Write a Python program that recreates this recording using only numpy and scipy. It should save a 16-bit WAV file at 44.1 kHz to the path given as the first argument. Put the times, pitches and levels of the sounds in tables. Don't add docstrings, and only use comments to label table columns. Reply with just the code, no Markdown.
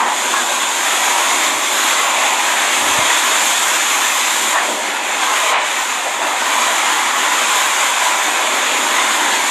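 import sys
import numpy as np
from scipy import signal
from scipy.fft import rfft, irfft
from scipy.io import wavfile
from scipy.ndimage import map_coordinates

SR = 44100
rng = np.random.default_rng(int(sys.argv[2]) if len(sys.argv) > 2 else 0)


def store_wav(level_fs):
    pcm = np.round(np.clip(np.atleast_2d(level_fs), -1, 1) * 32767)
    wavfile.write(sys.argv[1], SR, pcm.T.astype(np.int16))


N = 418950
TIME = np.arange(N) / SR
FREQS = np.maximum(np.fft.rfftfreq(N, 1 / SR), 1)

# start in seconds, rise in seconds, decay in seconds,
# volley level in dB, pane pitch in Hz, whistle pitch at its loudest in Hz, whistle half-width in Hz,
# whistle level in dB, brief treble level drop in dB (negative: a lift), lull in dB (negative: a swell),
# lull length in seconds.
GUSTS = [(0.0, 0.0042, 0.11, -11.5, 930, 1850, 145, -29, 1, 0, 0.28),
         (0.329, 0.0097, 0.046, -16, 1060, 1660, 35, -24, 0.5, 0, 0.48),
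         (1.07, 0.0057, 0.026, -16, 974, 2150, 151, -32, 0, -2, 0.88),
         (4.522, .04, 0.073, -16, 1030, 1820, 130, -19, 3.5, 4.5, 0.79),
         (5.509, 0.013, 0.05, -16, 1010, 2400, 450, -20, 11, 6, 1.04),
         (6.204, 0.014, 0.068, -16.5, 870, 1150, 100, -30, -1, -1, 0.18),
         (8.945, .02, 0.066, -32, 985, 2000, 249, -25, 1, -1.5, 0.18)]


def from_db(db):
    return 10 ** (np.asarray(db) / 20)


def rms_one(x):
    return x / np.sqrt(np.mean(x ** 2) + 1e-20)


def in_time(rows):
    seconds, *columns = np.transpose(rows)
    return [np.interp(TIME, seconds, column) for column in columns]


def colour(points):
    hz, db = np.transpose(points)
    outside = np.minimum(FREQS / hz[0], 1) * np.minimum(hz[-1] / FREQS, 1)
    return from_db(np.interp(np.log(FREQS), np.log(hz), db)) * outside ** 4


def resonances(modes, base_hz=1):
    power = 0
    for place, width, db in modes:
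        detuning = (FREQS ** 2 - (place * base_hz) ** 2) / (2 * FREQS * width)
        power = power + (from_db(db) / (1 + detuning ** 2)) ** 2
    return np.sqrt(power)


def drift(rate):
    spectrum = rfft(rng.standard_normal(N)) / (1 + (FREQS / rate) ** 2)
    return rms_one(irfft(spectrum, N))


def stereo(source, gain):
    # frequency in Hz, side level relative to mid in dB.
    width_curve = [(200, -31.5), (1200, -53), (2800, -50.5), (4000, -18), (5200, -32), (7000, -20),
                   (9000, -12), (13000, -9)]
    balance = [np.ones(len(FREQS)), colour(width_curve)]
    mid, side = irfft(rfft(source) * gain * balance, N)
    return rms_one(np.array([mid + side, mid - side]))


def turbulence(gain, eddy_db, eddy_rate, patch_hz, size=1024):
    hz, seconds, frames = signal.stft(rng.standard_normal((2, N)), SR, nperseg=size)
    places = np.meshgrid(hz / patch_hz, seconds * eddy_rate, indexing="ij")
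    eddies = map_coordinates(rng.standard_normal((size, size)), places, order=1, mode="wrap")
    _, noise = signal.istft(frames * from_db(eddy_db * eddies), SR)
    return stereo(noise[:, :N], gain)


def drops(gain, per_s, size_db):
    spread = np.minimum(rng.exponential(1, (2, N)), 5)
    sizes = from_db(size_db * spread) * rng.choice([-1, 1], (2, N))
    hits = rng.random((2, N)) < per_s / SR
    return stereo(sizes * hits, gain)


def bend(x, ratio):
    place = np.cumsum(ratio) % (N - 1)
    return np.array([np.interp(place, np.arange(N), channel) for channel in x])


def wind_surges():
    # centre in seconds, half-width in seconds, dB added.
    surge_rows = [(.51, 0.03, 5), (4.75, 0.093, 4.5), (5.53, 0.13, 4), (6.075, 0.034, 14.5),
                  (6.24, 0.066, 11), (6.6, 0.036, 6)]
    return sum(db * np.exp(-((TIME - s) / half_width) ** 2) for s, half_width, db in surge_rows)


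def tree_roar(surge_db):
    # frequency in Hz, relative power density in dB.
    roar_colour = [(170, -29), (198, -8.5), (235, -3), (300, 0.5), (380, 1), (440, -5.5), (600, -1.5)]
    # time in seconds, roar level in dB before surges.
    tree_strength = [(0.0, -33), (.3, -31.5), (.7, -34.5), (1.6, -32.5), (2.0, -33.5), (2.55, -34.5),
                     (2.85, -29), (3.15, -33), (3.65, -36), (4.25, -35.5), (4.45, -32), (4.58, -39),
                     (4.71, -28.5), (4.87, -32), (5.05, -34.5), (5.4, -36), (5.57, -38), (5.75, -36),
                     (5.97, -38), (6.3, -35), (6.95, -33.5), (7.5, -35.5), (7.95, -38.5), (8.57, -30.5),
                     (9.3, -31), (9.5, -33.5)]
    roar_surge = 0.12
    (roar_db,) = in_time(tree_strength)
    noise = turbulence(colour(roar_colour), eddy_db=2.0, eddy_rate=14.0, patch_hz=55.3)
    return from_db(roar_db + roar_surge * surge_db) * noise


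def house_moan(surge_db):
    # frequency in Hz, half-width in Hz, relative level in dB.
    air_modes = [(485, 64, -7.5), (635, 85, 1), (790, 54, 0)]
    # time in seconds, moan level in dB before surges and lulls.
    house_strength = [(0, -30), (.5, -30), (.7, -36), (.9, -33.5), (1.3, -29.5), (1.8, -33.5), (2.2, -26.5),
                      (2.6, -30.5), (3.0, -29.5), (3.6, -33), (3.85, -32.5), (4.35, -37), (4.6, -28),
                      (5.0, -31), (5.6, -28.5), (5.9, -35), (6.5, -30), (7.0, -35), (7.3, -30.5),
                      (7.9, -34), (8.45, -27), (9.5, -33.5)]
    (moan_db,) = in_time(house_strength)
    noise = turbulence(resonances(air_modes), eddy_db=4.0, eddy_rate=16.0, patch_hz=68.5)
    return from_db(moan_db + surge_db) * noise


def window_howl():
    # multiple of the howl's pitch, half-width in Hz before bending,
    # relative level in dB.
    gap_modes = [(.815, 90, -5.5), (1, 110, 0), (1.12, 90, -14)]
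    # time in seconds, howl level in dB before lulls.
    window_strength = [(0.15, -27), (0.45, -22), (0.8, -26), (1.15, -20.5), (1.65, -25), (2.15, -20),
                       (2.6, -25), (2.9, -22.5), (4.3, -23.5), (4.7, -24.5), (5.12, -24.5), (5.3, -22),
                       (5.9, -23), (7.05, -20), (7.7, -23), (8.1, -19), (8.65, -24), (9.1, -21), (9.5, -23)]
    # time in seconds, pitch in Hz before wavering.
    pitch_curve = [(0, 974), (1.0, 997), (1.85, 1028), (2.4, 986), (3.0, 1001), (4.55, 1005), (4.9, 952),
                   (5.55, 1026), (6.15, 958.6), (6.7, 1006), (7.6, 1011), (8.0, 981), (8.85, 1004),
                   (9.3, 955), (9.5, 1015)]
    steady_hz = 995
    waver, waver_hz = .02, 4
    (howl_db,), (howl_hz,) = in_time(window_strength), in_time(pitch_curve)
    gaps = turbulence(resonances(gap_modes, steady_hz), eddy_db=2.5, eddy_rate=14.0, patch_hz=55.2)
    ratio = howl_hz / steady_hz * (1 + waver * drift(waver_hz))
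    return from_db(howl_db) * bend(gaps, ratio)


def house_rumble():
    flutter_db = 2.9 * drift(7.0)
    noise = turbulence(resonances([(70, 67, 0)]), eddy_db=5.0, eddy_rate=15.0, patch_hz=60)
    return from_db(-84 + flutter_db) * noise


def wind(lull_db):
    wind_lull = 0.41
    surge_db = wind_surges()
    buffets = from_db(0.45 * drift(8.6) - wind_lull * lull_db)
    resonant = house_moan(surge_db) + window_howl()
    return tree_roar(surge_db) + house_rumble() + buffets * resonant


def rain_rush():
    # frequency in Hz, relative power density in dB.
    rush_colour = [(500, -12.5), (800, -7.5), (1250, -0.5), (1500, -1), (2000, 0), (2500, -1.5), (2950, -6),
                   (3400, -5), (3800, -8.3), (4400, -16), (5200, -20), (7000, -25)]
    gain = colour(rush_colour)
    far = turbulence(gain, eddy_db=3.0, eddy_rate=16.0, patch_hz=100.3)
    return far + from_db(-9) * drops(gain, per_s=3500, size_db=0.5)


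def rain_spray():
    # frequency in Hz, relative power density in dB.
    spray_colour = [(2950, -7.5), (3450, -1.7), (4000, -8), (4700, -12), (5600, -12), (6400, -3.5),
                    (6950, -0.5), (7300, -0.6), (8050, -8), (8450, -6.5), (9900, -15), (10600, -31)]
    gain = colour(spray_colour)
    far = turbulence(gain, eddy_db=2.5, eddy_rate=16.0, patch_hz=129.6)
    return far + from_db(-7.0) * drops(gain, per_s=5000, size_db=0.5)


def rain_mist(spray_db, treble_drop_db):
    # frequency in Hz, relative power density in dB.
    mist_colour = [(9500, -22), (10200, -3), (10800, 1), (11300, 2), (11680, -6.5), (12000, -1.5),
                   (12400, -2), (13000, -7.5), (13350, -12), (13600, -23)]
    mist_drop = 0.73
    growth_db = 0.22 * (spray_db - np.mean(spray_db))
    mist_db = spray_db - 11.5 + growth_db - mist_drop * treble_drop_db
    return from_db(mist_db) * turbulence(colour(mist_colour), eddy_db=3.0, eddy_rate=15.0, patch_hz=246)


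def rain(rush_db, spray_db, treble_drop_db):
    sheets = from_db(0.58 * drift(10.3))
    rush = from_db(rush_db - 0.5) * rain_rush()
    spray = from_db(spray_db - 0.07) * rain_spray()
    return sheets * (rush + spray + rain_mist(spray_db, treble_drop_db))


def gusts():
    # multiple of the gust's pane pitch, half-width in Hz, relative level in dB.
    pane_modes = [(.65, 200, -31), (1, 170, 8), (1.42, 580, -7), (2.38, 290, -13), (3.3, 260, -18)]
    whistle_delay, whistle_half_width = .052, 0.037
    whistle_sag = .03
    out = np.zeros((2, N))
    for s, rise, decay, db, hz, whistle_hz, whistle_width, whistle_db, *_ in GUSTS:
        attack = np.clip((TIME - s) / rise, 0, 1)
        force = attack * np.exp(-np.maximum(TIME - s - rise, 0) / decay)
        volley = drops(resonances(pane_modes, hz), per_s=6800, size_db=-0.5)
        past_top = np.clip((TIME - s - whistle_delay) / whistle_half_width, -4, 4)
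        gap = stereo(rng.standard_normal((2, N)), resonances([(whistle_hz, whistle_width, 0)]))
        whistle = np.exp(-past_top ** 2) * bend(gap, 1 - whistle_sag * past_top)
        out += from_db(db) * force * volley + from_db(whistle_db) * whistle
    return out


def level_drops():
    lowest_s = 0.061
    treble_drop = lull = 0
    for s, *_, drop_db, lull_db, lull_s in GUSTS:
        age = np.maximum(TIME - s, 0)
        treble_drop = treble_drop + drop_db * (age / lowest_s * np.exp(1 - age / lowest_s)) ** 2
        lull = lull + lull_db * np.sin(np.pi * np.clip(age / lull_s, 0, 1))
    return treble_drop, lull


def grip_rub():
    # start in seconds, end in seconds, level in dB.
    start, end, grip_db = (2.77, 3.095, -46)
    fade_s = 0.025
    pressure = np.clip(np.minimum(TIME - start, end - TIME) / fade_s, 0, 1)
    spectrum = rfft(rng.standard_normal(N)) * resonances([(90, 32, 0)])
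    return from_db(grip_db) * pressure * rms_one(irfft(spectrum, N))


def case_knocks():
    # centre in seconds, fundamental level in dB before the swell, pitch in Hz,
    # swell half-width in seconds.
    knock_rows = [(1.564, -43, 126.7, 0.012), (2.915, -39, 88, .016), (2.991, -21, 124, 0.0055),
                  (3.023, -38, 120, .008), (4.955, -55, 126, .018)]
    octave_db = -7
    out = np.zeros(N)
    for s, db, hz, swell in knock_rows:
        age = TIME - s
        turn = 2 * np.pi * hz * age
        tone = np.sin(turn) + from_db(octave_db) * np.sin(2 * turn)
        out += from_db(db) * tone * np.exp(-(age / swell) ** 2)
    return out


def room(x):
    # delay in seconds, level in dB.
    echo_rows = [(.0071, -28), (0.013, -21.5), (0.02, -18), (0.027, -22), (0.039, -34)]
    echoes = sum(from_db(db) * np.exp(-2j * np.pi * FREQS * delay) for delay, db in echo_rows)
    return x + irfft(rfft(x) * echoes, N)


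def scene():
    # time in seconds, rush level in dB, spray hiss level in dB,
    # both before lulls, treble level drops and the small trims in rain().
    rain_strength = [(0, -25.5, -28), (0.27, -21.5, -22), (0.72, -21.5, -22.5), (.95, -18, -19.5),
                     (1.65, -22.5, -23), (1.85, -17, -19.5), (2.1, -18, -22.5), (2.5, -18.5, -22),
                     (3.1, -16.5, -19.5), (3.55, -18.5, -19), (4.0, -19, -20.5), (4.45, -20, -20),
                     (4.75, -18, -22), (5.0, -18.7, -26), (5.45, -18, -22), (5.8, -16, -21),
                     (6.25, -17.5, -25), (6.7, -18.3, -21), (7.1, -18.5, -24.5), (7.6, -18, -20),
                     (8.4, -18.5, -24), (8.9, -18.5, -22), (9.5, -18, -22.5)]
    spray_lull = 0.62
    treble_drop_db, lull_db = level_drops()
    rush_db, spray_db = in_time(rain_strength)
    downpour = rain(rush_db - lull_db, spray_db - spray_lull * lull_db - treble_drop_db, treble_drop_db)
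    storm = wind(lull_db) + downpour + gusts()
    return room(storm) + grip_rub() + case_knocks()


def record(dry):
    low_pass = signal.ellip(12, .1, 90, 13700, fs=SR, output="sos")
    return signal.sosfilt(low_pass, dry)


dry = scene()
out = record(dry)
store_wav(out)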